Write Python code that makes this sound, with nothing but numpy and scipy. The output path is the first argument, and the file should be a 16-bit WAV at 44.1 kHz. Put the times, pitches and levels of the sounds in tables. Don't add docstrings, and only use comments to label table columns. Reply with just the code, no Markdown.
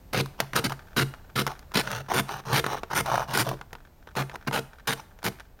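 import sys
import numpy as np
from scipy import signal
from scipy.fft import rfft, irfft
from scipy.io import wavfile
from scipy.ndimage import uniform_filter1d

SR = 44100
rng = np.random.default_rng(int(sys.argv[2]) if len(sys.argv) > 2 else 0)


def generate_wav(sig):
    pcm = np.round(np.clip(np.atleast_2d(sig).T, -1, 1) * 32767).astype(np.int16)
    wavfile.write(sys.argv[1], SR, pcm)


N = 246959
TIME = np.arange(N) / SR


def undb(db):
    return 10 ** (np.asarray(db) / 20)


def unit(x):
    return x / np.sqrt(np.mean(x ** 2))


def through(x, response):
    return signal.fftconvolve(x, response / np.linalg.norm(response))[:len(x)]


def colour(x, points, size=4096):
    hz, db = np.transpose(points)
    grid_hz = np.maximum(np.fft.rfftfreq(size, 1 / SR), 1)
    outline_db = np.interp(np.log(grid_hz), np.log(hz), db)
    cepstrum = irfft(np.log(undb(outline_db)))
    cepstrum[1:size // 2] *= 2
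    cepstrum[size // 2 + 1:] = 0
    return through(x, irfft(np.exp(rfft(cepstrum))))


def fade(t60_s):
    return np.exp(-np.log(1000) * TIME[:SR] / t60_s)


def scatter(x, t60_s):
    return through(x, rng.standard_normal(SR) * fade(t60_s))


def walk(rate_hz):
    step = max(int(SR / rate_hz), 1)
    held = np.repeat(rng.standard_normal(N // step + 1), step)[:N]
    return uniform_filter1d(held, step)


def lowpass(x, order, hz):
    return signal.sosfilt(signal.butter(order, hz, fs=SR, output="sos"), x)


def fractures(per_s, spread_db):
    size = undb(spread_db * np.minimum(rng.exponential(size=N), 4))
    hit = rng.random(N) < per_s / SR
    return unit(hit * size * rng.choice([-1, 1], N))


def slips(per_s, spread_db, t60_s, steady):
    chance = rng.standard_normal((4000, 2))
    interval = np.exp(.45 * chance[:, 0]) * SR / per_s
    at = np.cumsum(interval).astype(int)
    kicks = np.bincount(at, undb(spread_db * chance[:, 1]), minlength=N)[:N]
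    surge = steady + unit(through(kicks, fade(t60_s)))
    return surge / np.sqrt(uniform_filter1d(surge ** 2, size=1100))


def stroke(start, end, level_db, edge_s):
    gain = undb(level_db) * (TIME > start) * (TIME < end)
    return uniform_filter1d(gain, max(int(edge_s * SR), 1))


def arch(start, end, place, rise_db, fall_db):
    height = start + np.clip(place, .01, .99) * (end - start)
    return np.interp(TIME, [start, height, end], [-rise_db, 0, -fall_db])


def spot(x, t60_s, ring_db, size=2048):
    ring = rng.standard_normal(size) * fade(t60_s)[:size]
    ring *= undb(ring_db) / np.linalg.norm(ring)
    ring[0] += 1
    return signal.oaconvolve(x, ring / np.linalg.norm(ring))[:N]


def release(at, width_s):
    return np.exp(-np.minimum(((TIME - at) / width_s) ** 2, 50))


# start t/s, end t/s, crunch level at height/dB, place of height/0-1,
# treble re crunch/dB, hollow plastic ring re crunch/dB, pane load/dB; mix trims apply to the last three
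PUSH_STROKES = [(0.13, 0.213, -22.5, 1, -13.5, -8, -25.5), (0.555, 0.598, -23, .2, -8, -9, -28.5),
                (0.641, 0.671, -23, 0.13, -11.5, -39, -26), (0.964, 1.033, -20, 0.24, -11, -23, -28.5),
                (1.356, 1.423, -22.5, 0.7, -10.5, -23, -28), (1.74, 1.816, -21.5, 0.37, -10, -8.5, -36),
                (2.136, 2.21, -24, 0.77, -7.5, -1.5, -27.5), (2.527, 2.603, -21.5, .5, -8.5, -6.5, -28.5),
                (2.948, 3.012, -24, 0.42, -5, -3.5, -27.5), (3.335, 3.431, -24, 0.76, -4.5, -6, -30),
                (4.162, 4.228, -29, 0.16, -12.5, 1, -32.5), (4.472, 4.488, -25.5, 0.15, -28, 1.5, -23.5),
                (4.525, 4.597, -27.5, 0.28, -8.5, -1, -32), (4.873, 4.938, -24, 0, -7.5, -5, -32.5),
                (5.24, 5.288, -28, 0.3, -5, -8, -30)]
# f/Hz, level/dB per Hz (relative)
CRUNCH_SPECTRUM = [(60, -33.5), (200, 8), (400, 1), (700, -8), (1050, -0.5), (1480, 6), (1850, -0.5),
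                   (2150, -2), (3000, -2.5), (3900, -3), (6000, -14.5), (8000, -30.5), (16000, -38)]
BLADE_SPECTRUM = [(60, -37), (260, -20.5), (380, -11.5), (600, -10), (880, -4), (1250, -10.5), (1480, -11),
                  (2100, -24.5), (4000, -40.5), (16000, -35)]
SPLINTER_SPECTRUM = [(2000, -32), (5000, -1.5), (7000, -2.5), (9300, 2), (11500, -4), (14000, -2),
                     (16000, -15)]
PUSH_RISE_DB, PUSH_FALL_DB = 4.5, 5.5
LOAD_RISE_DB = 4
CHATTER_PER_S, CHATTER_DB = 75, 1.0
PUSH_STEADY = .38


def pushes():
    chatter = undb(CHATTER_DB * walk(CHATTER_PER_S))
    catching = chatter * slips(per_s=380, spread_db=2.0, t60_s=.012, steady=PUSH_STEADY)
    body = colour(catching * fractures(per_s=12000, spread_db=0.5), CRUNCH_SPECTRUM)
    head = colour(catching * fractures(per_s=6400, spread_db=2.0), BLADE_SPECTRUM)
    splinters = colour(catching * fractures(per_s=20000, spread_db=6.5), SPLINTER_SPECTRUM)
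    judder = unit(catching * rng.standard_normal(N))
    crunch, force = 0, 0
    for start, end, crunch_db, place, treble_db, hollow_db, load_db in PUSH_STROKES:
        ice = undb(-1.07) * body
        ice = ice + undb(hollow_db - 1.0) * head
        ice = ice + undb(treble_db + 1.0) * splinters
        effort_db = crunch_db + arch(start, end, place, PUSH_RISE_DB, PUSH_FALL_DB)
        effort = stroke(start, end, effort_db, edge_s=0.0041)
        crunch = crunch + spot(effort * ice, t60_s=0.026, ring_db=-6.5)
        lean_db = load_db + LOAD_RISE_DB * np.interp(TIME, [start, end], [-.5, .5])
        force = force + undb(-2.0) * judder * stroke(start, end, lean_db, edge_s=0.0042)
        force = force + undb(load_db - 10) * release(end - .006, width_s=0.00085)
    return crunch, force


# start t/s, end t/s, rattle level at height/dB, place of height/0-1,
# pane load re rattle/dB (high going into a push, low on the way back)
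FROST_SLIDES = [(0.379, 0.452, -37, .45, 10), (.532, .642, -34.5, 0.16, 11), (0.697, 0.724, -32, 0.49, 7),
                (1.483, 1.539, -34, 0.36, 0), (1.828, 2.018, -28, 0.66, 5.5),
                (2.085, 2.152, -26, 0.52, 10.5), (2.274, 2.408, -30, 0.33, -1.5),
                (2.452, 2.539, -27, 0.92, 11), (2.64, 2.798, -28.5, 0.52, -1.5),
                (2.9, 2.946, -27.5, 0.89, 3), (3.048, 3.248, -24, 0.45, -1.5),
                (3.276, 3.34, -27.5, 0.77, 7.5), (3.445, 3.547, -29.5, 0.22, 7),
                (4.33, 4.363, -37, 0.87, 3), (4.965, 5.006, -36, 1, 5)]
# f/Hz, level/dB per Hz (relative)
FROST_SPECTRUM = [(1000, -13), (2100, 0), (2900, 6), (3700, 2.5), (4900, -4), (5700, 2), (6300, 0),
                  (7200, -15.5), (8800, -2.5), (10300, -19), (11800, -15), (14000, -18), (16000, -34)]
DRAG_RISE_DB, DRAG_FALL_DB = 12, 11.5
FROST_DB = -10.5
DRAG_STEADY = .24


def drags():
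    bumps = undb(0.75 * walk(45))
    hops = unit(bumps * slips(per_s=240, spread_db=4.0, t60_s=0.014, steady=DRAG_STEADY))
    head = colour(hops * fractures(per_s=7000, spread_db=1.5), BLADE_SPECTRUM)
    grazing = unit(hops + 0.75)
    frost = colour(grazing * fractures(per_s=4200, spread_db=3.5), FROST_SPECTRUM)
    rattle, force = 0, 0
    for start, end, rattle_db, place, load_db in FROST_SLIDES:
        level_db = rattle_db + arch(start, end, place, DRAG_RISE_DB, DRAG_FALL_DB)
        pressure = stroke(start, end, level_db, edge_s=0.005)
        slide = spot(pressure * (head + undb(FROST_DB) * frost), t60_s=0.015, ring_db=-5.5)
        rattle = rattle + slide
        force = force + undb(load_db) * slide
    return rattle, force


# t/s, peak level/dB, sharpness (treble against body, before trim)/dB
GLASS_KNOCKS = [(0.259, -25.5, -6), (0.4023, -6.5, -3.5), (.533, -19, -19), (.563, -6, -4.5),
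                (0.696, -22.5, 2), (0.721, -18, -11), (1.138, -28.5, -21), (1.466, -13, -7),
                (1.476, -15.5, -13), (1.592, -35, 2), (1.718, -31, -12), (1.873, -19.5, -30),
                (1.915, -18.5, 13), (2.088, -27, -20), (2.291, -21, -24), (2.641, -13.5, -16),
                (2.664, -11.5, -14), (2.833, -17.5, -23), (2.911, -21.5, -21), (3.061, -20.5, 5),
                (3.49, -20, 9), (3.612, -27.5, -26), (3.73, -27, -10), (3.752, -29.5, -22),
                (4.073, -33, -24), (4.153, -26, -10), (4.17, -16.5, -11), (4.296, -25.5, -26),
                (4.356, -22, -15), (4.511, -21.5, -22), (4.888, -14, -11), (5.189, -36.5, -11),
                (5.229, -24.5, -11), (5.264, -13, -9), (5.398, -33, -1)]
# f/Hz, level/dB per Hz (relative)
KNOCK_SPECTRUM = [(60, -10), (300, -9), (600, -1.5), (950, 5), (1450, 5), (2200, -5.5), (3200, -6),
                  (4300, -9.5), (6500, -12), (11000, -14), (16000, -20.5)]
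KNOCK_RISE_S = 0.00038
BITE_S, BITE_DB, BITE_SHARP_DB = .004, 4, 16


def knocks(size=4096):
    out = np.zeros(N + size)
    rise = 1 - np.exp(-TIME[:size] / KNOCK_RISE_S)
    bites = [(start + BITE_S, crunch_db + BITE_DB, BITE_SHARP_DB)
             for start, _, crunch_db, *_ in PUSH_STROKES]
    for at_s, peak_db, sharp_db in bites + GLASS_KNOCKS:
        crumbling = undb(5.0 * np.repeat(rng.standard_normal(size // 64), 64))
        tail = undb(-11) * crumbling * fade(t60_s=0.035)[:size]
        envelope = rise * (fade(t60_s=0.0095)[:size] + tail)
        crack = colour(envelope * rng.standard_normal(size), KNOCK_SPECTRUM)
        dull = lowpass(crack, 1, 2500)
        snap = undb(8.5) * (crack - dull)
        knock = dull + undb(sharp_db) * snap
        start = int(at_s * SR)
        out[start:start + size] += undb(peak_db) * knock / np.abs(knock).max()
    return out[:N]


# f/Hz, width/Hz, depth/0-1
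TREBLE_DIPS = [(3280, 360, 0.27), (7980, 1460, 0.77), (10430, 780, 1), (13300, 600, 1), (15600, 580, 0.2)]


def blade(x):
    for hz, width_hz, depth in TREBLE_DIPS:
        b, a = signal.iirpeak(hz, hz / width_hz, fs=SR)
        x = x - depth * signal.lfilter(b, a, x)
    return x


# f/Hz, level/dB (relative), t60/s
PANE_MODES = [(69, -14.5, 0.58), (120.4, 0.5, 0.15), (135.4, 8, 0.23), (151, 2.5, 0.065),
              (194.5, 1.5, 0.17), (241.4, -6.5, 0.26), (314, -1, 0.17), (376, 4, 0.11), (454.3, 7, 0.12),
              (672, -1.5, 0.11), (1190, -25, 0.28), (2120, 11, 0.018)]


def pane(force):
    ring = sum(undb(db) * fade(t60_s) * np.cos(2 * np.pi * hz * TIME[:SR]) for hz, db, t60_s in PANE_MODES)
    band = signal.butter(2, [70, 2600], "bandpass", fs=SR, output="sos")
    return through(force, signal.sosfilt(band, ring))


def chips(crunch):
    def falling(decay_s):
        smear = fade(decay_s) / fade(decay_s).sum()
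        return np.sqrt(np.abs(signal.fftconvolve(crunch ** 2, smear)[:N]))
    shower = colour(falling(0.18) * rng.standard_normal(N), SPLINTER_SPECTRUM)
    patter = colour(falling(1.1) * fractures(per_s=120, spread_db=-1.5), BLADE_SPECTRUM)
    return undb(-26.5) * shower + undb(-30.5) * scatter(patter, t60_s=0.036)


CRUMBS_PER_S, CRUMB_DB = 40, -57.5


def crumbs():
    ticks = fractures(per_s=CRUMBS_PER_S, spread_db=5.5) * (TIME > PUSH_STROKES[0][1])
    soft = lowpass(scatter(ticks, t60_s=0.033), 1, 2200)
    return undb(CRUMB_DB) * unit(colour(soft, KNOCK_SPECTRUM))


# f/Hz, level/dB per Hz (relative)
STREET_SPECTRUM = [(12, -36), (20, -0.5), (79, -2), (107, -9), (241, -15.5), (310, -19.5), (802, -22.5),
                   (1150, -28.5), (2990, -37), (7310, -41.5), (9950, -45), (10800, -45), (14300, -36),
                   (16000, -42)]
STREET_START_DB, STREET_FADE_DB_PER_S = -48, 0.72


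def street():
    swell_db = 0.8 * walk(2.67)
    level_db = STREET_START_DB - STREET_FADE_DB_PER_S * TIME + swell_db
    return undb(level_db) * unit(colour(rng.standard_normal(N), STREET_SPECTRUM))


def scene():
    crunch, push_force = pushes()
    rattle, slide_force = drags()
    taps = knocks()
    rocking = lowpass(slide_force, 2, 150)
    boom = pane(undb(0.5) * push_force + rocking + undb(-24.5) * rattle + undb(-12.5) * taps)
    near = blade(crunch + rattle + taps + crumbs()) + boom + chips(crunch)
    houses = undb(-18.0) * scatter(near, t60_s=0.45)
    return (near + houses + street())[None]


TOP_HZ = 16000


def record(dry):
    return signal.sosfilt(signal.ellip(10, .2, 80, TOP_HZ, fs=SR, output="sos"), dry)


dry = scene()
out = record(dry)
generate_wav(out)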